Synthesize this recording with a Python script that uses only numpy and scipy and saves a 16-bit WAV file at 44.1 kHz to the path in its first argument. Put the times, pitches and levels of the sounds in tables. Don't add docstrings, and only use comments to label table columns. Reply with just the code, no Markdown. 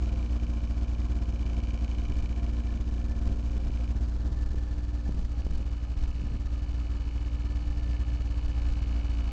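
import sys
import numpy as np
from scipy import signal
from scipy.fft import rfft, irfft, next_fast_len
from scipy.io import wavfile
from scipy.ndimage import uniform_filter1d, map_coordinates

SR = 44100
rng = np.random.default_rng(int(sys.argv[2]) if len(sys.argv) > 2 else 0)


def wav_out(sig):
    wavfile.write(sys.argv[1], SR, np.round(np.clip(np.atleast_2d(sig).T, -1, 1) * 32767).astype(np.int16))


def nominal_scale(level):
    x = np.asarray(level, float) / 20
    return 10 ** x


N = 411005

# (t/s, share/0-1)
FACING = [
    (0, 0),
    (3.3, 0.06),
    (4.2, 0.56),
    (6, 0.98),
    (9.32, 0.96),
]
# (t/s, level/dB)
NEARNESS = [(0, -28), (3.5, -29), (4.1, -28.5), (4.54, -29.5), (5.03, -30), (6.05, -31), (6.6, -30),
            (7.5, -29), (8.57, -28), (9.32, -27.5)]
# (t/s, piston tick level/dB)
SIGHT = [(0, -53.5), (1.17, -56.5), (1.61, -52), (2.05, -51.5), (2.4, -54.5), (3.19, -59), (3.88, -54),
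         (4, -71), (4.91, -62.5), (5.61, -60), (6.15, -56.5), (6.41, -60.5), (7.03, -55.5), (7.66, -57),
         (8.93, -53), (9.32, -52)]


def unit(x):
    return x / np.sqrt(np.mean(x ** 2) + 1e-20)


def curve(rows):
    s, values = np.transpose(rows)
    return np.interp(np.arange(N) / SR, s, values)


def along(points, hz):
    f, db = np.transpose(points)
    return nominal_scale(np.interp(np.log(hz + 1), np.log(f + 1), db))


def filtered(x, response):
    m = next_fast_len(N + SR // 2)
    return irfft(rfft(x, m) * response(np.fft.rfftfreq(m, 1 / SR)), m)[:N]


def modes(table, sign=-1):
    def response(f):
        total = 0
        for k, (center, width, db) in enumerate(table):
            damping = 1j * f * width
            total = total + sign ** k * nominal_scale(db) * damping / (center ** 2 - f ** 2 + damping)
        return total
    return response


def noise(spectrum):
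    return unit(filtered(rng.standard_normal(N), lambda hz: along(spectrum, hz)))


def wobble(rate):
    knots = rng.standard_normal(int(N * rate / SR) + 4)
    return map_coordinates(knots, [np.arange(N) * rate / SR])


def impulses(times, sizes):
    at = np.round(np.asarray(times) * SR).astype(int)
    inside = (at >= 0) & (at < N)
    return np.bincount(at[inside], sizes[inside], N)


def slot_times(slot, numbers):
    return np.interp(numbers, slot, np.arange(N) / SR, left=-1, right=-1)


def both_sides(x, near, far, direct, sign=-1):
    facing = np.clip(curve(FACING), 0, 1)
    from_near = filtered(x, lambda f: direct + modes(near, sign)(f))
    from_far = filtered(x, lambda f: direct + modes(far, sign)(f))
    return (1 - facing) * from_near + facing * from_far


def traps(f):
    # (f/Hz, depth width/Hz, width/Hz)
    hollows = [(2040, 60, 170), (3200, 130, 290)]
    gain = 1
    for center, deep, wide in hollows:
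        stiff = center ** 2 - f ** 2
        gain = gain * (stiff + 1j * f * deep) / (stiff + 1j * f * wide)
    return gain


def wind():
    # (f/Hz, level/dB per Hz)
    buffet = [(5, -7.5), (15, 4), (28, 3), (45, -9.5), (120, -28.5), (300, -56.5)]
    # (f/Hz, level/dB per Hz)
    flutter = [(40, -16), (90, 0.5), (160, 0), (300, -6.5), (600, -20.5), (1200, -43)]
    # (t/s, level/dB, length/s)
    puffs = [(2.116, -48.5, 0.03), (2.734, -47, 0.046), (3.295, -42, 0.018), (3.341, -53, 0.049),
             (4.543, -43, 0.01), (3.567, -42, 0.0077), (3.677, -44, 0.049), (4.3, -50.5, 0.084),
             (5.09, -48, 0.012), (5.155, -51, 0.02), (5.195, -50, 0.013), (5.227, -50.5, 0.027),
             (5.467, -52.5, 0.078), (5.583, -51.5, 0.058), (6.21, -49.5, 0.029), (6.334, -47.5, 0.045),
             (7.78, -55, 0.034)]
    # (t/s, peak level/dB, length/s, sign)
    pops = [(3.298, -24, 0.00083, -1), (3.308, -37, 0.0008, -1), (3.338, -36, 0.00076, 1),
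            (3.356, -30, 0.0012, -1), (3.576, -26, 0.0017, -1), (3.579, -29, 0.0012, 1),
            (3.661, -35, 0.0014, -1), (3.695, -26, 0.0014, 1), (3.7, -24, 0.00066, -1),
            (4.544, -31, 0.0006, 1), (4.5455, -27, 0.00035, -1), (5.093, -20, 0.0006, 1),
            (5.147, -23, 0.001, -1), (5.155, -30, 0.0012, -1), (5.194, -29, 0.0004, 1),
            (5.221, -30, 0.0007, 1), (5.467, -21, 0.0004, 1), (6.239, -25, 0.00082, 1),
            (6.263, -25, 0.0012, -1), (6.318, -29, 0.0008, -1), (6.321, -33.5, 0.00079, 1),
            (6.335, -37, 0.0012, -1), (6.355, -22, 0.0011, 1)]
    t = np.arange(N) / SR
    gusts = nominal_scale(-52.5)
    push = 0
    for s, db, length in puffs:
        gusts = gusts + nominal_scale(db) * np.exp(-((t - s) / length) ** 2)
        push = push + nominal_scale(db + 7) * np.exp(-((t - s) / (2.2 * length)) ** 2)
    air = (nominal_scale(-46.5 + 6.5 * wobble(8.5)) + push) * noise(buffet)
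    air += gusts * nominal_scale(2.0 * wobble(40)) * noise(flutter)
    for s, db, length, sign in pops:
        u = (t - s) / max(length, .0003)
        air += np.sign(sign) * nominal_scale(db) * np.exp(.5 - np.sqrt(u * u + 0.35))
    return air


def generator_whine(slot, burn):
    # (t/s, level/dB)
    whine_db = [(0, -82), (1.7, -82), (2.2, -57), (3.1, -53.5), (3.7, -68), (4.5, -51), (5.6, -60.5),
                (6.3, -56.5), (7, -58), (7.9, -51), (9.32, -58)]
    beat = 1 + .5 * np.cos(np.pi * slot - 1)
    poles = 2 * np.pi * 30.03 * slot
    strength = beat * (1 + 0.23 * burn) ** 3 * nominal_scale(2.5 * wobble(30))
    whine = strength * np.cos(poles + 1.05 * wobble(60))
    return nominal_scale(curve(whine_db) - 10.5) * unit(whine)


def hood_hum(burn):
    # (f/Hz, level/dB per Hz)
    engine_noise = [(60, -26), (130, -3.5), (200, -20.5), (260, -21), (450, -24.5), (1000, -21),
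                    (1800, -26.5), (1950, -51), (3500, -37.5), (4500, -38), (8000, -43)]
    # (f/Hz, width/Hz, level/dB)
    near_hood = [(514, 49, 2), (710.5, 30, 3.5), (807, 22, -7.5), (1043, 32, 2), (1490, 150, -26.5)]
    far_hood = [(516, 43, -2.5), (685.5, 8.2, 2.5), (809, 10, -1.5), (1255, 27, 2.5), (4240, 220, 1.5),
                (4614, 70, 9), (4780, 81, -8), (5200, 470, -9.5)]
    shaking = noise(engine_noise) * (1 + 0.23 * burn) * nominal_scale(0.22 * wobble(40))
    hum = filtered(both_sides(shaking, near_hood, far_hood, 0.42), traps)
    hum /= np.std(filtered(hum, lambda f: (f > 400) & (f < 1600)))
    hidden_db = -56.5
    sight_db = np.maximum(curve(SIGHT), hidden_db) - hidden_db
    return nominal_scale(curve(NEARNESS) - 26 + 0.16 * sight_db) * hum


def piston_ticks(slot, burn):
    # (f/Hz, width/Hz, level/dB)
    near_piston = [(2337, 200, 3), (3030, 190, 1.5), (2700, 110, -16.5), (3980, 270, -4.5),
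                   (4400, 260, -3.5), (5200, 110, -3.5), (5630, 180, -6), (6000, 180, -2), (6440, 230, -5)]
    far_piston = [(2207, 250, 2.5), (2570, 220, -8.5), (2943, 100, 2.5), (3680, 200, -8), (4170, 130, -5),
                  (4700, 85, -4)]
    turn = np.arange(int(slot[-1] / 2) + 1)
    scatter = nominal_scale(rng.normal(0, 1.2, (len(turn), 2)))
    late = rng.normal(0, .00022, (len(turn), 2))
    strong = impulses(slot_times(slot, 2 * turn + 1.23) + late[:, 0], scatter[:, 0])
    weak = impulses(slot_times(slot, 2 * turn + .12) + late[:, 1], scatter[:, 1])
    slaps = strong + weak * nominal_scale(-7.5 + 6.5 * curve(FACING) ** 2)

    back = slot_times(slot, np.arange(2 * len(turn)) + .17) + .0098
    back = back + rng.normal(0, .0009, len(back))
    slaps = slaps + impulses(back, nominal_scale(-12 + rng.normal(0, 2.7, len(back))))
    slaps = slaps * (1 + .15 * np.roll(burn, SR // 80))

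    t = np.arange(SR // 40) / SR
    chatter = nominal_scale(-60 * t / .022) * np.minimum(t / .002, 1)
    rattle = np.convolve(slaps, chatter)[:N] * rng.standard_normal(N)
    knocks = slaps + .06 * rattle

    def wall(f):
        return modes([(2700, 1500, 0)])(f) + 0.79 * f ** 8 / (f ** 8 + 2000.0 ** 8)

    def oil_film(f):
        return traps(f) * modes([(2650, 1300, 0)])(f) ** 2 + 0.6 * traps(f) * (f > 3300)

    knocks = filtered(filtered(knocks, wall), oil_film)
    ticks = unit(both_sides(knocks, near_piston, far_piston, 0, sign=0.97))
    return nominal_scale(curve(SIGHT) - 1.5) * ticks


def burn_blows(slot):
    count = int(slot[-1]) + 1
    luck, gauss = rng.random(count), rng.standard_normal((count, 2))
    charge = .5
    burn_db = np.full(count, -120.)
    for n in range(count):
        charge += .35 + .12 * gauss[n, 0]
        if charge > 1:
            burn_db[n] = 1 - (charge - 1) - 1.2 * gauss[n, 1]
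            charge = 0
        elif luck[n] < .2:
            burn_db[n] = -0.5 + 1.5 * gauss[n, 1]
    return impulses(slot_times(slot, np.arange(count)) - .025, nominal_scale(burn_db))


def pumping_tones(slot):
    # (order/cycles per turn, level/dB against the exhaust, lag/rad)
    pumping = [(1, -23, 1.4), (2, -2.6, .33), (4, -21, -.42)]
    # (near side level/dB, far side level/dB, wander/dB, lead/rad)
    overtones = [(-26.5, -34.5, 2, 2.5), (-22, -30.5, 1.8, 2.5), (-26.5, -24.5, 0.85, -0.5)]
    # (harmonic/number, near side level/dB, far side level/dB)
    high_tones = [(6, -37.5, -52.5), (8, -42, -46.5), (10, -42, -40)]
    facing = curve(FACING)
    tones = sum(nominal_scale(db) * np.cos(np.pi * order * slot - lag) for order, db, lag in pumping)
    for k, (near_db, far_db, wander_db, lead) in enumerate(overtones):
        db = near_db + (far_db - near_db) * facing + wander_db * wobble(3)
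        db = db + .7 + .8 * wobble(12)
        drift = lead + .15 * wobble(6)
        tones = tones + nominal_scale(db) * np.cos(2 * np.pi * (k + 3) * slot + drift)
    for order, near_db, far_db in high_tones:
        db = near_db + (far_db - near_db) * facing
        tones = tones + nominal_scale(db) * np.cos(2 * np.pi * round(order) * slot)
    return np.sqrt(2) * tones


def muffler_thumps(blows):
    # (f/Hz, width/Hz, level/dB)
    chambers = [(40.3, 19.2, 21.5), (72.84, 41.8, 29.5), (84.9, 44.9, 27.5)]
    # (f/Hz, width/Hz, level/dB)
    sheet = [(216.7, 22, 7.5), (304.8, 17, 3), (368.3, 13.5, 2), (520.7, 10, -7.5), (685.7, 16, 0)]

    def chamber_sound(f):
        echo = 1 + 0.67 * np.exp(-2j * np.pi * f * 0.02975)
        return modes(chambers)(f) * echo / (1 + (f / 150) ** 4)

    def shell_sound(f):
        ring = modes(sheet)(f)
        return ring * np.abs(ring) ** .5

    shell = filtered(blows, shell_sound) * nominal_scale(1.5 - 6.1 * curve(FACING))
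    return nominal_scale(30.5) * (filtered(blows, chamber_sound) + shell)


def exhaust(slot, blows):
    return nominal_scale(curve(NEARNESS)) * (pumping_tones(slot) + muffler_thumps(blows))


def scene():
    # (t/s, rate/Hz)
    speed = [(0.0, 59.65), (0.55, 57.81), (1.1, 58.68), (1.64, 57.39), (2.19, 58.24), (2.74, 58.25),
             (3.29, 58.0), (3.84, 57.83), (4.39, 58.49), (4.93, 58.64), (5.48, 57.75), (6.03, 57.81),
             (6.58, 58.43), (7.13, 57.74), (7.68, 58.86), (8.22, 58.16), (8.77, 58.2), (9.32, 56.97)]
    slot = -.255 + np.cumsum(curve(speed)) / SR
    blows = burn_blows(slot)
    burn = unit(np.convolve(blows, np.hanning(SR // 30))[:N])
    engine = generator_whine(slot, burn) + hood_hum(burn) + piston_ticks(slot, burn)
    return (wind() + engine + exhaust(slot, blows))[None]


def band_limit(x):
    return signal.sosfilt(signal.butter(12, 9730, fs=SR, output="sos"), x)


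def record(dry):
    # (f/Hz, level/dB)
    converter = [(300, 1), (2000, -2), (5000, -4), (7000, -7), (8000, -14.5), (9000, -21.5), (9700, -31.5),
                 (10500, -74.5)]
    pressure = uniform_filter1d(np.abs(dry[0]), size=SR // 250)
    step = nominal_scale(-64.5) * (1 + pressure / 0.0095)
    hissy = dry[0] + step * rng.standard_normal(N)
    mix = filtered(hissy, lambda hz: along(converter, hz))[None]
    return band_limit(mix)


dry = scene()
out = record(dry)
wav_out(out)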